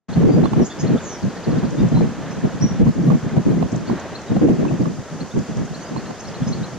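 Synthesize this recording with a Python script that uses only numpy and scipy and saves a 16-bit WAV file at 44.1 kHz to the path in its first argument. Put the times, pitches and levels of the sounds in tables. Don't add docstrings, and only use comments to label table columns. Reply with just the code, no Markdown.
import sys
import numpy as np
from scipy import signal
from scipy.fft import rfft, irfft, next_fast_len
from scipy.io import wavfile
from scipy.ndimage import uniform_filter1d

SR = 44100
rng = np.random.default_rng(int(sys.argv[2]) if len(sys.argv) > 2 else 0)


def waveform_to_disk(signal):
    frames = np.transpose(np.atleast_2d(signal))
    scaled = np.clip(frames, -1, 1) * 32767
    samples = np.round(scaled).astype(np.int16)
    wavfile.write(sys.argv[1], SR, samples)


N = 298998

# start_s, length_s, rumble_db, flutter_re_rumble_db
GUSTS = [(0.067, 0.072, -29, -21), (0.15, 0.052, -11.5, -9), (0.199, 0.114, -16, -0.5),
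         (0.321, 0.14, -15, -3), (0.509, 0.029, -18, 0.5), (0.55, 0.07, -15.5, 1),
         (0.773, 0.064, -30.5, -1), (0.822, 0.039, -18, -1.5), (0.87, 0.075, -17, -4),
         (1.221, 0.052, -17.5, -9), (1.461, 0.047, -16, -5.5), (1.518, 0.063, -16.5, -2.5),
         (1.613, 0.058, -16, -8), (1.696, 0.076, -26.5, -2), (1.763, 0.1, -15.5, -9),
         (1.901, 0.14, -14.5, -7), (2.037, 0.067, -26.5, -21), (2.162, 0.078, -34.5, -2.5),
         (2.359, 0.034, -29, -5), (2.423, 0.026, -14.0, -0.5), (2.526, 0.038, -23.5, -9),
         (2.598, 0.05, -12.5, -10), (2.685, 0.1, -22.5, -15), (2.788, 0.05, -10, -13),
         (2.85, 0.036, -10.5, -12.5), (2.946, 0.15, -18.5, -4.5), (3.05, 0.097, -10.5, -9),
         (3.22, 0.056, -21.5, -6), (3.306, 0.085, -23.5, -3), (3.359, 0.029, -11.5, -7.5),
         (3.444, 0.091, -16, -4.5), (3.527, 0.13, -19.5, -4.5), (3.71, 0.062, -20.0, -4.5),
         (3.792, 0.036, -23.5, -7.5), (3.875, 0.057, -20, 0), (4.291, 0.03, -14.5, -5.5),
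         (4.346, 0.015, -9.5, -8.5), (4.402, 0.12, -15.5, 0), (4.576, 0.089, -18.0, -0.5),
         (4.686, 0.056, -20.5, -0.5), (4.788, 0.046, -19, -1), (4.847, 0.022, -15.5, -2.5),
         (4.969, 0.023, -25, -13), (5.108, 0.038, -26, -11), (5.193, 0.052, -28.5, -3),
         (5.335, 0.058, -18.5, -5.5), (5.481, 0.019, -22, -8), (5.552, 0.086, -18.5, -10),
         (5.691, 0.02, -25, -12), (5.896, 0.1, -28.5, -1), (6.012, 0.109, -31.0, -6),
         (6.401, 0.021, -20, -25), (6.458, 0.06, -19, -10.5), (6.532, 0.096, -28.5, -9)]
# start_s, level_db, left_minus_right_db, pitch_hz
KNOCKS = [(0.168, -25, 5, 740), (0.229, -23, -20.5, 945), (0.434, -19, 1, 754), (0.454, -13.5, -18, 1096),
          (0.532, -15.5, -19.5, 790), (0.593, -17.5, -11, 924), (1.633, -21, -12, 660),
          (1.97, -20.5, -2, 940), (2.006, -19, 13, 685), (2.866, -21, -3, 1050), (3.1, -17.5, -20, 1130),
          (3.115, -14, -5, 810), (3.364, -20.5, 6, 634), (3.38, -12.5, -7, 640), (3.624, -16, -16, 680),
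          (3.745, -21.5, -3, 690), (3.897, -18, -5, 680), (4.319, -20, 3, 670), (4.364, -15.5, 6.5, 690),
          (4.415, -24, 7, 850), (4.484, -15, 3, 650), (4.649, -18.5, -4, 950), (4.708, -23, 1, 700),
          (4.854, -20.5, -9.5, 1130), (5.361, -27, 2, 974), (5.961, -21, -19, 1045), (6.105, -21, -12, 703)]
# frequency_hz, density_db
RUMBLE_SPECTRUM = [(22, -51), (40, -38), (62, -13.5), (88, -18), (125, -2.5), (165, 3.5), (235, -2.5),
                   (330, -24.5), (520, -26), (1000, -44), (2500, -51), (7000, -78.5)]
FLUTTER_SPECTRUM = [(120, -22), (200, -2), (270, 2.5), (370, -4), (520, -11), (800, -37), (2000, -47),
                    (7000, -74.5)]
RASP_SPECTRUM = [(200, -17), (450, -4.5), (650, 8), (1000, -4), (1400, -10), (2500, -17.5), (4000, -31),
                 (5200, -56), (15000, -57)]
KNOCK_SPECTRUM = [(150, -13.5), (400, 4), (700, 3), (1150, -3), (1600, -20), (4000, -24.5), (5000, -32),
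                  (15000, -50)]
CRACKLE_SPECTRUM = [(300, -8.5), (3800, 3), (4800, -19), (8000, -8), (12500, -6.5), (15500, -17)]

# time_s, level_db
WASH_LEVELS = [(0.7, -42), (0.8, -40.5), (1.97, -41.5), (2.29, -41), (4.7, -43), (4.95, -43.5),
               (6.78, -43.5)]
FOAM_LEVELS = [(0.3, -48), (1.3, -47.5), (2.8, -48.5), (4.6, -48), (5.75, -46.5), (6.78, -47)]
# frequency_hz, density_db
WASH_SPECTRUM = [(30, -18), (90, 1.5), (160, 2), (300, 1), (550, 0.5), (1000, -6), (1750, -9), (2300, -16),
                 (3300, -18.5), (4200, -21.5), (7000, -50)]
FIZZ_SPECTRUM = [(2000, -9), (3300, -10), (3900, -16.5), (4500, -0.5), (5300, 0), (6500, 3.5), (7300, -2),
                 (8300, -9.5), (10000, -17), (15500, -33)]
# frequency_hz, correlation
PORT_CORRELATION = [(60, 0.71), (150, 0.24), (300, 0.99), (640, 0.94), (1400, 0.91), (3100, 0.75),
                    (4500, 0.48), (6800, -0.22), (9000, -0.27), (15000, 0.3)]
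# start_s, level_db
DROPS = [(1.704, -35), (1.884, -37), (3.716, -32), (3.724, -36), (3.758, -30.5), (3.995, -32), (4.214, -35),
         (5.387, -31), (5.568, -33), (5.654, -39)]

# start_s, pitch_hz, level_db
PIPS = [(0.125, 4250, -41.5), (0.13, 3650, -47), (0.436, 4150, -40.5), (0.864, 4300, -41.5),
        (0.972, 3550, -42), (2.606, 5600, -34.5), (3.87, 4500, -41), (4.145, 4250, -34.5),
        (5.199, 4280, -38.5), (5.307, 3650, -44.5), (5.737, 4250, -38.5), (5.965, 4320, -39.5),
        (6.06, 4150, -49), (6.243, 4300, -44), (6.34, 4120, -42), (6.417, 3420, -47), (6.52, 4280, -33),
        (6.628, 4060, -39)]
# start_s, length_s, lower_hz, upper_hz, level_db, upper_re_lower_db, buzz_depth_hz
TWO_TONE_CALLS = [(0.634, 0.0465, 5450, 6720, -43.5, 9, 403), (0.691, 0.045, 3530, 4570, -40, -7, 120),
                  (0.781, 0.047, 5300, 6560, -39.5, 4.5, 376), (1.775, 0.042, 3650, 4800, -42.5, -6, 0),
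                  (2.295, 0.044, 5270, 6070, -49, 5, 0), (5.797, 0.051, 4600, 6240, -49, 4, 0),
                  (6.186, 0.031, 5380, 6330, -45.5, 6, 0), (6.465, 0.027, 5300, 6250, -38, 1, 0)]
# start_s, length_s, start_hz, end_hz, level_db, buzz_depth_hz
WHISTLES = [(0.235, .18, 4500, 4920, -48.5, 2), (0.457, .02, 3560, 3400, -43, -12),
            (0.608, .035, 5900, 5220, -41, 100), (0.996, 0.2, 7300, 5220, -37.5, 377),
            (1.935, .081, 4020, 4110, -40.5, 5), (2.612, .051, 5846, 5716, -26.5, 0),
            (2.63, 0.11, 5740, 5600, -39, -4), (4.268, 0.045, 3850, 3730, -49, 4),
            (4.679, 0.013, 2750, 2470, -38, 0), (5.83, 0.072, 4620, 5070, -51, 0),
            (6.265, 0.033, 6200, 4450, -41, -2), (6.497, 0.037, 6270, 6200, -42, 0)]


def wind(rumble_db=0.5, lumpy_db=2.5, flicker_db=3.5):
    rumble_level, flutter_level = gust_levels()
    push = rumble_level * from_db(rumble_db + lumpy_db * drift(25))
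    rumble = push * evened(coloured(rng.standard_normal((2, N)), RUMBLE_SPECTRUM), span_s=0.029)
    flutter = evened(coloured(rng.standard_normal((2, N)), FLUTTER_SPECTRUM), span_s=0.034)
    flutter *= flutter_level * from_db(flicker_db * drift(21))
    return rumble + flutter + rasp(flutter_level) + knocks() + crackle(push)


def gust_levels(attack_s=0.022, decay_s=0.02, breeze_db=-42.5, swing_db=6, breeze_flutter_db=-7):
    t = np.arange(N) / SR
    rumble_power = from_db(breeze_db + swing_db * np.clip(drift(3.4), -2, 2)) ** 2
    flutter_power = rumble_power * from_db(breeze_flutter_db) ** 2
    for start_s, length_s, rumble_db, flutter_db in GUSTS:
        age = t[:int((length_s + 8 * decay_s) * SR)]
        rise = np.minimum(age / attack_s, 1)
        fall = np.exp(-np.maximum(age - length_s, 0) / decay_s)
        push = from_db(rumble_db) * rise * fall
        add(rumble_power, start_s, push ** 2)
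        add(flutter_power, start_s, (push * from_db(flutter_db)) ** 2)
    return np.sqrt(rumble_power), np.sqrt(flutter_power)


def rasp(flutter_level, rasp_db=-34, reference_db=-17.5, exponent=1.08, burst_db=3.5):
    bursts = from_db(burst_db * np.array([drift(59), drift(58)]))
    level = from_db(rasp_db) * (flutter_level / from_db(reference_db)) ** exponent
    return level * coloured(rng.standard_normal((2, N)) * bursts, RASP_SPECTRUM)


def knocks(tone_db=-5.0, noise_db=-41.0, rise_s=0.0036):
    t = np.arange(SR // 25) / SR
    tones, bursts = np.zeros((2, 2, N))
    for start_s, level_db, pan_db, pitch_hz in KNOCKS:
        port_db = level_db + pan_db * np.array([[.5], [-.5]]) - abs(pan_db) / 4
        envelope = pulse(t / rise_s) * from_db(port_db)
        add(tones, start_s, envelope * np.sin(2 * np.pi * (pitch_hz * t + rng.random((2, 1)))))
        add(bursts, start_s, envelope * rng.standard_normal((2, len(t))))
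    return from_db(tone_db) * tones + from_db(noise_db) * coloured(bursts, KNOCK_SPECTRUM)


def crackle(push, max_per_s=260, full_push_db=-14.5, spread_db=5.5, level_db=-65.0):
    chance = max_per_s / SR * np.minimum(push / from_db(full_push_db), 1) ** 4
    sizes = from_db(spread_db * np.clip(rng.standard_normal((2, N)), -2, 2))
    signs = rng.choice([-1, 1], (2, N))
    ticks = sizes * signs * (rng.random((2, N)) < chance)
    return from_db(level_db) * coloured(ticks, CRACKLE_SPECTRUM)


def water(wash_db=8.0, lap_db=-8.5, prickle_db=-9.0):
    wash = from_db(wash_db + 1.08 * drift(2.64)) * diffuse(WASH_SPECTRUM)
    laps = from_db(lap_db) * bubbles(low_hz=426, high_hz=2220, cycles=44, spread_db=10, count=800)
    fizz = from_db(.5 * drift(11)) * diffuse(FIZZ_SPECTRUM)
    prickle = from_db(prickle_db) * bubbles(low_hz=2355, high_hz=6970, cycles=50, spread_db=2.5, count=1100)
    return gain_curve(WASH_LEVELS) * (wash + laps) + gain_curve(FOAM_LEVELS) * (fizz + prickle)


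def diffuse(spectrum):
    size = next_fast_len(N)
    correlation = np.clip(at_hz(PORT_CORRELATION, np.fft.rfftfreq(size, 1 / SR)), -.98, .98)
    mid, side = rfft(rng.standard_normal((2, size)))
    pair = np.sqrt(1 + correlation) * mid + np.sqrt(1 - correlation) * side * [[1], [-1]]
    return coloured(irfft(pair, size)[:, :N], spectrum)


def bubbles(low_hz, high_hz, cycles, spread_db, count):
    out = np.zeros((2, N))
    for when, size, strength, where in rng.random((count, 4)):
        start_hz = low_hz * (high_hz / low_hz) ** size
        life = np.linspace(0, 1, int(cycles / start_hz * SR) + 2)
        envelope = life * from_db(-70 * life)
        ring = np.sin(2 * np.pi * cycles * life * (1 + .12 * life))
        level_db = -spread_db * np.log(max(strength, .05))
        pan_db = (1 - where) * np.array([[-4], [4]])
        add(out, when * N / SR, ring * envelope * from_db(level_db + pan_db))
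    return rms_one(out)


def drops(gain_db=3.0, rise_s=.004, band_hz=(5200, 7500)):
    out = np.zeros((2, N))
    envelope = pulse(np.arange(SR // 16) / SR / rise_s)
    for start_s, level_db in DROPS:
        spit = envelope * rng.standard_normal((2, len(envelope)))
        add(out, start_s, from_db(level_db + gain_db) * spit)
    band = signal.butter(2, band_hz, "band", fs=SR, output="sos")
    return signal.sosfilt(band, signal.sosfilt(band, out + 1e-18))


def birds(gain_db=-1.5, ground_db=-9.5, ground_s=.007, scatter_db=-6.5, t60_s=.32, port_lag_s=.00004):
    t = np.arange(N) / SR
    calls = far_chirps() + song() + twitter()
    calls += from_db(ground_db) * np.interp(t - ground_s, t, calls)
    at_ports = np.array([np.interp(t - port_lag_s, t, calls), calls])
    delay_s = t[:SR // 2]
    echoes = rng.standard_normal((2, len(delay_s))) * from_db(-60 * delay_s / t60_s)
    echoes /= np.sqrt(np.sum(echoes[0] ** 2))
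    tail = signal.fftconvolve(calls[None], echoes, axes=1)[:, :N]
    return from_db(gain_db) * (at_ports + from_db(scatter_db) * tail)


def song(pip_s=.0244, scoop=.93, upper_lag_s=.0047):
    calls = np.zeros(N)
    for start_s, hz, db in PIPS:
        add(calls, start_s, note(pip_s, .88 * hz, hz, 1.06 * hz, db))
    for start_s, length_s, lower_hz, upper_hz, db, upper_db, buzz_hz in TWO_TONE_CALLS:
        lower = note(length_s, scoop * lower_hz, lower_hz, lower_hz, db, buzz_hz)
        upper = note(length_s, scoop * upper_hz, upper_hz, upper_hz, db + upper_db, buzz_hz)
        add(calls, start_s, lower)
        add(calls, start_s + upper_lag_s, upper)
    for start_s, length_s, start_hz, end_hz, db, buzz_hz in WHISTLES:
        add(calls, start_s, note(length_s, start_hz, (start_hz + end_hz) / 2, end_hz, db, buzz_hz))
    return calls


def twitter(start_s=1.218, period_s=.0715, count=7, middle_db=-44, step_db=1):
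    calls = np.zeros(N)
    for k in range(count):
        level_db = middle_db - step_db * abs(k - count // 2) + rng.normal(0, 1.7)
        add(calls, start_s + k * period_s, note(.024, 5400, 4500, 3700, level_db))
    return calls


def note(length_s, start_hz, middle_hz, end_hz, level_db, buzz_hz=0, trill_hz=125, waver_hz=45):
    t = np.arange(int(length_s * SR)) / SR
    u = t / length_s
    arch_hz = start_hz * (1 - u) * (1 - 2 * u) + 4 * middle_hz * u * (1 - u) + end_hz * u * (2 * u - 1)
    waver = np.interp(t * 600, np.arange(200), rng.standard_normal(200))
    trill = np.sin(2 * np.pi * (trill_hz * t + rng.random()))
    phase = 2 * np.pi * np.cumsum(arch_hz + buzz_hz * trill + waver_hz * waver) / SR
    return np.sqrt(2) * from_db(level_db) * signal.windows.tukey(len(t), .7) * np.sin(phase)


def far_chirps(count=36, level_db=-55.0, low_hz=3000, high_hz=5500):
    calls = np.zeros(N)
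    for when, height, slope, span in rng.random((count, 4)):
        hz = low_hz + (high_hz - low_hz) * height
        glide_hz = .2 * (slope - .5) * hz
        chirp = note(.018 + .025 * span, hz - glide_hz, hz, hz + glide_hz, level_db, buzz_hz=90)
        add(calls, when * N / SR, chirp)
    return calls


def from_db(db):
    return 10 ** (np.asarray(db) / 20)


def rms_one(x):
    return x / np.sqrt(np.mean(x ** 2) + 1e-20)


def evened(x, span_s):
    return x / np.sqrt(uniform_filter1d(x ** 2, int(span_s * SR)) + 1e-9)


def pulse(age):
    return age * np.exp((1 - age ** 2) / 2)


def gain_curve(levels):
    time_s, level_db = np.transpose(levels)
    return from_db(np.interp(np.arange(N) / SR, time_s, level_db))


def at_hz(points, hz):
    known_hz, values = np.transpose(points)
    return np.interp(np.log(hz + 1), np.log(known_hz), values)


def coloured(x, spectrum):
    size = next_fast_len(N + 8192)
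    gain = from_db(at_hz(spectrum, np.fft.rfftfreq(size, 1 / SR)))
    return rms_one(irfft(rfft(x, size) * gain, size)[..., :N])


def drift(corner_hz, hop=20):
    pole = np.exp(-2 * np.pi * corner_hz * hop / SR)
    noise = rng.standard_normal(N // hop + 4002)
    slow = signal.lfilter([1], [1, -2 * pole, pole * pole], noise)[4000:]
    return np.interp(np.arange(N) / hop, np.arange(len(slow)), rms_one(slow))


def add(track, start_s, sound):
    start = int(np.clip(start_s * SR, 0, N - 1))
    track[..., start:start + sound.shape[-1]] += sound[..., :N - start]


def scene():
    return wind() + water() + drops() + birds()


def record(dry, ceiling_db=-5.5, release_db_per_s=300, attack_s=0.0003, cutoff_hz=15650):
    t = np.arange(N) / SR
    opened = dry * np.interp(t, [.083, .092], [.002, 1])
    over_db = np.maximum(20 * np.log10(np.abs(opened) + 1e-9) - ceiling_db, 0)
    held_db = np.maximum.accumulate(over_db + release_db_per_s * t, axis=1) - release_db_per_s * t
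    pole = np.exp(-1 / (attack_s * SR))
    cut_db = signal.lfilter([1 - pole], [1, -pole], held_db)
    low_pass = signal.ellip(12, .1, 90, cutoff_hz, fs=SR, output="sos")
    return signal.sosfilt(low_pass, opened * from_db(-cut_db))


dry = scene()
out = record(dry)
waveform_to_disk(out)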